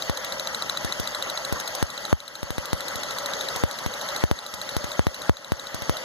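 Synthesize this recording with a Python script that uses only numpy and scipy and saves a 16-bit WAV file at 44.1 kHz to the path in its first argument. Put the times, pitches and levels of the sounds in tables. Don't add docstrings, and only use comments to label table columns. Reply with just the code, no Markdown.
import sys
import numpy as np
from scipy import signal
from scipy.io import wavfile
from scipy.ndimage import uniform_filter1d, minimum_filter1d

SR = 44100
rng = np.random.default_rng(int(sys.argv[2]) if len(sys.argv) > 2 else 0)


def voltage_ratio(decibels):
    exponent = np.asarray(decibels, float) / 20
    return 10 ** exponent


def digitize_waveform(pressure):
    field = np.atleast_2d(pressure).T
    bounded = np.clip(field, -1, 1)
    quanta = np.round(bounded * 32767).astype(np.int16)
    wavfile.write(sys.argv[1], SR, quanta)


N = 266628

# time_s, level_db
ENGINE_LEVEL = [(0, 0), (1.1, .5), (1.5, -0.1), (1.9, 1.5), (2.4, 0), (3.4, 1.84), (3.8, 2), (4.3, 2),
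                (5, -1.2), (5.5, 1), (6.05, -0.5)]
# freq_hz, density_db_per_hz
BLOCK_SPECTRUM = [(30, 26), (60, -4.5), (130, 4.5), (480, -3.5), (1000, 2), (1950, 3), (2350, -7.5),
                  (3000, -8), (5200, -3.5), (7200, -11.5), (8000, -21), (9000, -21.5), (12800, -30),
                  (14300, -32)]
# freq_hz, level_re_left_db
RIGHT_TILT = [(60, -1), (200, -1.1), (500, -18.5), (2000, -5.5), (2700, 5.5), (4000, -3.5), (7000, -5.5),
              (8500, 7.5), (12000, 12.5)]
# freq_hz, correlation
MIC_LIKENESS = [(100, 0.92), (300, 1), (600, 0.4), (1200, 0.15), (1800, -0.57), (2450, 0.15), (3200, 0.085),
                (4200, -0.079), (5100, 0.68), (6400, -1.35), (7900, 1), (9000, -1.85), (10200, 1),
                (11500, -0.016)]
# freq_hz, level_db, t60_s
BOOT_MODES = [(3954, 1, 0.016), (3650, -9.5, 0.012), (4040, -11.5, 0.005), (1397, -3, 0.0078),
              (6220, -4.5, 0.0052), (7470, -8, 0.013)]
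# freq_hz, level_db, t60_s
VALVE_MODES = [(6473, 6, 0.015), (7300, 2, 0.0038), (1974, -5.5, 0.11), (3190, -2.5, 0.024),
               (1316, 0.5, 0.031), (836, 0.5, 0.037)]
CYLINDER_BLOWS = [
    -9,
    0,
    -9,
    -18,
]
# freq_hz, gap_db
STEREO_GAP = [(1800, 10.5), (2500, 5), (3300, 9), (6600, 9), (7600, 2), (10300, 3.5), (11000, 8),
              (14000, 8.5)]
# time_s, lag_ms
CRANK_LAG = [(0, -.5), (.32, -1.5), (.7, -3.1), (1.5, -3.2), (2.05, -2.7), (2.5, -1.4), (2.9, -1.2),
             (3.2, .4), (3.8, .9), (4.3, 0), (4.6, .8), (5, 2.5), (5.55, 2.9), (6, .2)]
# time_s, ring_peak_db
SPARK_GAP = [(0, -14), (.4, -15), (.55, -12), (1.2, -14), (1.7, -17.5), (2.05, -15), (2.35, -15.5),
             (2.8, -17.5), (3.2, -17.5), (3.42, -14.5), (3.75, -16.5), (4.1, -18.5), (4.4, -14.5),
             (5.2, -17.5), (5.45, -14), (6, -19.5)]
# time_s, crack_peak_db, left_mic_voltage_step, gain_after_db
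OPEN_ARCS = [(0.0968, -22, -0.45, -3), (0.2466, -22, .01, 0), (.8472, -22, .29, 0), (0.9983, -19.5, .28, 1),
             (1.5251, -20, 0.42, 0), (1.6, -20.5, .023, 0), (1.7506, -18, .01, 0), (1.827, -17, -.65, -6.5),
             (2.1284, -25, 1.12, -12.5), (2.4304, -20, -.21, -6), (2.5053, -20, -.22, -1),
             (2.582, -22.5, -0.3, -2), (2.656, -21.5, .02, -3), (2.731, -18.5, -0.53, -3.5),
             (2.957, -21.5, 0.12, 0), (3.5612, -18, .11, 0), (3.6373, -23.5, 0.81, -5.5),
             (3.8624, -21.5, -.34, -4.5), (4.2385, -22.5, 0.92, -8.5), (4.3132, -16, -0.75, -9),
             (4.5398, -17.5, 0.064, -3), (4.7664, -19.5, -0.43, -2), (4.843, -25, 0.2, -1.5),
             (4.9937, -25, 0.9, -5.5), (5.0684, -21, -0.73, -6), (5.2951, -23, 1.18, -12.5),
             (5.5201, -16.5, -0.6, -7), (5.7448, -20, 0.16, -3.5), (5.821, -23, 0.14, 10),
             (5.8954, -21.5, -0.62, 0)]
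# time_s, level_db
AIR_DRAW = [(0, -1.5), (.3, 0.5), (.7, -4.5), (1.5, -0.5), (2.1, -4), (3.1, -1.1), (3.5, 2.5), (3.9, -1),
            (5, -3.2), (5.7, -1), (6.05, -4)]
# freq_hz, level_db, t60_s
SNAP_MODES = [(5190, -9, 0.0033), (3860, -20, 0.0036), (10260, -16, 0.0005)]

BLOCK_DB, VALVE_DB, HUM_DB, BLOW_DB = -33.5, -43, -39.5, -39
HUM_HZ, HUM_WIDTH_HZ, BLOW_HZ = 566.4, 137, 44
FIRST_S, TURN_S, LOPE_MS = .0228, .075271, .45
BOOT_CRACK_DB, RING_SPREAD_DB, CRACK_SPREAD_DB = -24.5, 1.2, 2.5
OPEN_RING_DB, RING_LOSS_DB_PER_STEP = -23, -12
FRONT_DECAY_S, FRONT_DB, OPEN_FRONT_DB = .0012, -26, 9
SNAP_OVER_CRACK_DB, CRACK_DECAY_S, RING_CREST = 12, .0021, 6
BUILD_S, BURN_S, FLUTTER_DB = .0007, .0042, 1.5
RECOVER_DB_PER_S, TOP_HZ = 19.5, 13840
LOW_CUT_HZ, CROSS_DELAY_SAMPLES = 90, 17
CROSS_FEED, BASS_FEED, BASS_FEED_HZ = .55, .32, 900
GATE_FROM_HZ, SUDDEN_DB = 900, 11
FICKLE_DB, FICKLE_FROM_HZ = 2.5, 7000


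def evened(x):
    return x / np.sqrt(np.mean(x ** 2) + 1e-20)


def read(points, hz):
    f_hz, value = np.transpose(points)
    return np.interp(np.log(hz + 1), np.log(f_hz + 1), value)


def follow(curve, s=None):
    return np.interp(np.arange(N) / SR if s is None else s, *np.transpose(curve))


def train(s, size):
    out = np.zeros(N)
    at = np.round(np.asarray(s) * SR).astype(int)
    out[np.clip(at, 0, N - 1)] = size
    return out


def ring(hz, db, t60_s):
    t = np.arange(2048) / SR
    return voltage_ratio(db - 60 * t / t60_s) * np.sin(2 * np.pi * hz * t)


def crank():
    return (np.arange(N) / SR - FIRST_S - follow(CRANK_LAG) / 1000) / TURN_S


def muffled(x):
    return signal.sosfilt(signal.ellip(8, 1, 60, TOP_HZ, fs=SR, output="sos"), x)


def block(patchy_db=2.5, throb_db=0.18):
    frames, hz = N // 128 + 5, np.fft.rfftfreq(512, 1 / SR)
    a, b, c, d, patches = rng.standard_normal((frames, 257, 5)).T
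    patches = uniform_filter1d(patches, size=6, axis=0)
    patches = evened(uniform_filter1d(patches, size=8, axis=1))
    alike = np.clip(read(MIC_LIKENESS, hz), -1, 1)[:, None]
    left = a + 1j * b
    right = alike * left + np.sqrt(1 - alike ** 2) * (c + 1j * d)
    right = right * voltage_ratio(read(RIGHT_TILT, hz))[:, None]
    level = voltage_ratio(read(BLOCK_SPECTRUM, hz)[:, None] + patchy_db * patches)
    z = np.array([left, right]) * level * (hz > 0)[:, None]
    noise = signal.istft(z, nperseg=512, noverlap=384)[1][:, :N]
    throb = voltage_ratio(throb_db * np.cos(4 * np.pi * (crank() - .1)))
    return voltage_ratio(BLOCK_DB + follow(ENGINE_LEVEL)) * throb * noise / np.std(np.diff(noise[0])) * 0.43


def valves(per_s=900, spread_db=2.0, bunch_db=0.5):
    uneven_db = spread_db * np.minimum(rng.exponential(1, N), 3)
    cam_db = bunch_db * np.cos(4 * np.pi * (crank() - .15))
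    size = voltage_ratio(uneven_db + cam_db) * (rng.random(N) < per_s / SR)
    count = len(VALVE_MODES)
    part, out = rng.integers(0, 2 * count, N), np.zeros((2, N))
    for k, mode in enumerate(VALVE_MODES + VALVE_MODES):
        out[k // count] += signal.oaconvolve(size * (part == k), ring(*mode))[:N]
    return voltage_ratio(VALVE_DB + follow(ENGINE_LEVEL)) * evened(out) * voltage_ratio([[1.5], [-1.5]])


def intake(apart=0.42):
    a, b, drift = rng.standard_normal((3, N))
    drift = uniform_filter1d(uniform_filter1d(drift, size=1500), size=1500)
    hz = HUM_HZ * (1 + .03 * evened(drift))
    turn = np.exp(2j * np.pi * np.cumsum(hz) / SR)
    r = np.exp(-np.pi * HUM_WIDTH_HZ / SR)
    air = np.array([a, 0.38 * (a + apart * b)])
    slow = signal.lfilter([1], np.convolve([1, -r], [1, -r]), air / turn)
    return voltage_ratio(HUM_DB + follow(AIR_DRAW)) * evened((turn * slow).real)


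def exhaust():
    firing = np.floor(2 * crank() + 0.306).astype(int)
    fires = np.diff(firing)
    at_s = np.flatnonzero(fires) / SR
    cylinder = firing[1:][fires > 0] % 4
    size = voltage_ratio(np.array(CYLINDER_BLOWS)[cylinder] + 1.2 * rng.standard_normal(len(at_s)))
    blow = ring(BLOW_HZ, 0, 0.48) + ring(130, -11.5, 0.18) + ring(222, -19.5, 0.29)
    blows = signal.oaconvolve(train(at_s, size), blow)[:N]
    return voltage_ratio(BLOW_DB) * evened(blows) * voltage_ratio([[0], [-2.5]])


def firing_order():
    turn = np.arange(int((N / SR - FIRST_S) / TURN_S) + 1)
    s = FIRST_S + TURN_S * turn
    s = s + (follow(CRANK_LAG, s) + LOPE_MS * (-1.) ** turn) / 1000
    ring_luck, crack_luck = rng.standard_normal((len(s), 2)).T
    ring_db = follow(SPARK_GAP, s) + RING_SPREAD_DB * ring_luck
    crack_db = BOOT_CRACK_DB + CRACK_SPREAD_DB * crack_luck
    rows = np.array([s, ring_db, crack_db, 0 * s]).T
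    for at_s, arc_db, step, _ in OPEN_ARCS:
        rows[abs(s - at_s).argmin()] = at_s, OPEN_RING_DB + RING_LOSS_DB_PER_STEP * abs(step), arc_db, 1
    return rows


def sparks(tail_db=-10, right_db=-14):
    (out, front), t = np.zeros((2, 2, N + 2048)), np.arange(1024) / SR
    bright = signal.butter(2, 3200, "high", fs=SR, output="sos")
    rows = firing_order()
    snap = sum(ring(*mode) for mode in SNAP_MODES)[:1024]
    chance = rng.standard_normal((len(rows), 3, 1024))
    for (s, ring_db, crack_db, openness), (burn, left, right) in zip(rows, chance):
        pitch = 1 + .01 * burn[0]
        boot = sum(ring(hz * pitch, db, t60_s) for hz, db, t60_s in BOOT_MODES)[:1024]
        flutter = voltage_ratio(FLUTTER_DB * evened(uniform_filter1d(burn, size=20)))
        rung = boot * flutter * (1 - np.exp(-(t + .0001) / BUILD_S)) * np.exp(-(t / BURN_S) ** 2)
        rung = voltage_ratio(ring_db) * evened(rung) / RING_CREST
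        fade = np.exp(-t / CRACK_DECAY_S) + voltage_ratio(tail_db) * np.exp(-t / 0.0066)
        fade = fade * (1 - np.exp(-t / 0.00092))
        crack = voltage_ratio(crack_db - 4.0) * fade * signal.sosfilt(bright, [left, 1.69 * right])
        crack = crack + openness * voltage_ratio(crack_db + SNAP_OVER_CRACK_DB) * snap * [[1], [.45]]
        at = round(s * SR) - 8
        out[:, at:at + 1024] += crack + [rung, voltage_ratio(right_db) * np.roll(rung, shift=24)]
        front_gain = voltage_ratio(FRONT_DB + OPEN_FRONT_DB * openness)
        front[:, at:at + 1024] += front_gain * np.exp(-t / FRONT_DECAY_S) * crack
    return (muffled(out) + front)[:, :N]


def jolts():
    s, _, step, _ = np.transpose(OPEN_ARCS)
    hits = train(s, step)
    edge = signal.lfilter([1], [1, -np.exp(-5 / SR)], hits)
    edge += 0.058 * signal.lfilter([1], [1, -.85], hits)
    return np.array([uniform_filter1d(edge, size=5), np.zeros(N)])


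def ducking():
    t, gain_db = np.arange(N) / SR, np.zeros(N)
    for s, _, _, after_db in OPEN_ARCS:
        ducked_db = np.minimum(gain_db, after_db + RECOVER_DB_PER_S * (t - s))
        gain_db = np.where(t > s + .003, ducked_db, gain_db)
    return voltage_ratio(uniform_filter1d(gain_db, size=150))


def scene():
    engine = muffled(block() + valves() + intake() + exhaust())
    return ducking() * (engine + sparks()) + jolts()


def stereo_gate(x):
    hz, _, z = signal.stft([x[0] + x[1], x[0] - x[1]], SR, nperseg=1024, noverlap=768)
    hz = hz[:512, None]
    power = abs(z[:, :512]) ** 2
    band = np.repeat(power.reshape(2, 64, 8, -1).sum(2), 8, axis=1)
    frames = band.shape[2]
    held = np.arange(frames) // 4 * 4
    mood = np.repeat(rng.standard_normal((frames, 32)).T, 16, axis=0)
    band = uniform_filter1d(band, size=5, axis=2)[:, :, held]
    treble = power[:, 60:].sum((0, 1))
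    calm = treble < voltage_ratio(SUDDEN_DB) * minimum_filter1d(treble, size=15)
    fickle_db = FICKLE_DB * mood[:, held] * (hz > FICKLE_FROM_HZ)
    gap = voltage_ratio(2 * read(STEREO_GAP, hz) + 2 * fickle_db)
    weak = (band * gap < band[::-1]) & (hz > GATE_FROM_HZ) & calm
    z = z * np.pad(~weak, ((0, 0), (0, 1), (0, 0)))
    mid, side = signal.istft(z, SR, nperseg=1024, noverlap=768)[1][:, :N]
    return np.array([mid + side, mid - side]) / 2


def band_limit(x):
    return signal.sosfilt(signal.butter(12, 15340, fs=SR, output="sos"), x)


def record(dry):
    cut = signal.sosfilt(signal.cheby1(4, .01, LOW_CUT_HZ, "high", fs=SR, output="sos"), dry)
    cut = np.clip(cut, -1, 1)
    late = np.pad(cut[::-1], ((0, 0), (CROSS_DELAY_SAMPLES, 0)))[:, :N]
    r = np.exp(-2 * np.pi * BASS_FEED_HZ / SR)
    feed = CROSS_FEED * late + BASS_FEED * signal.lfilter([1 - r], [1, -r], late)
    mix = np.clip(stereo_gate(cut - feed), -1, 1)
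    return band_limit(mix)


dry = scene()
out = record(dry)
digitize_waveform(out)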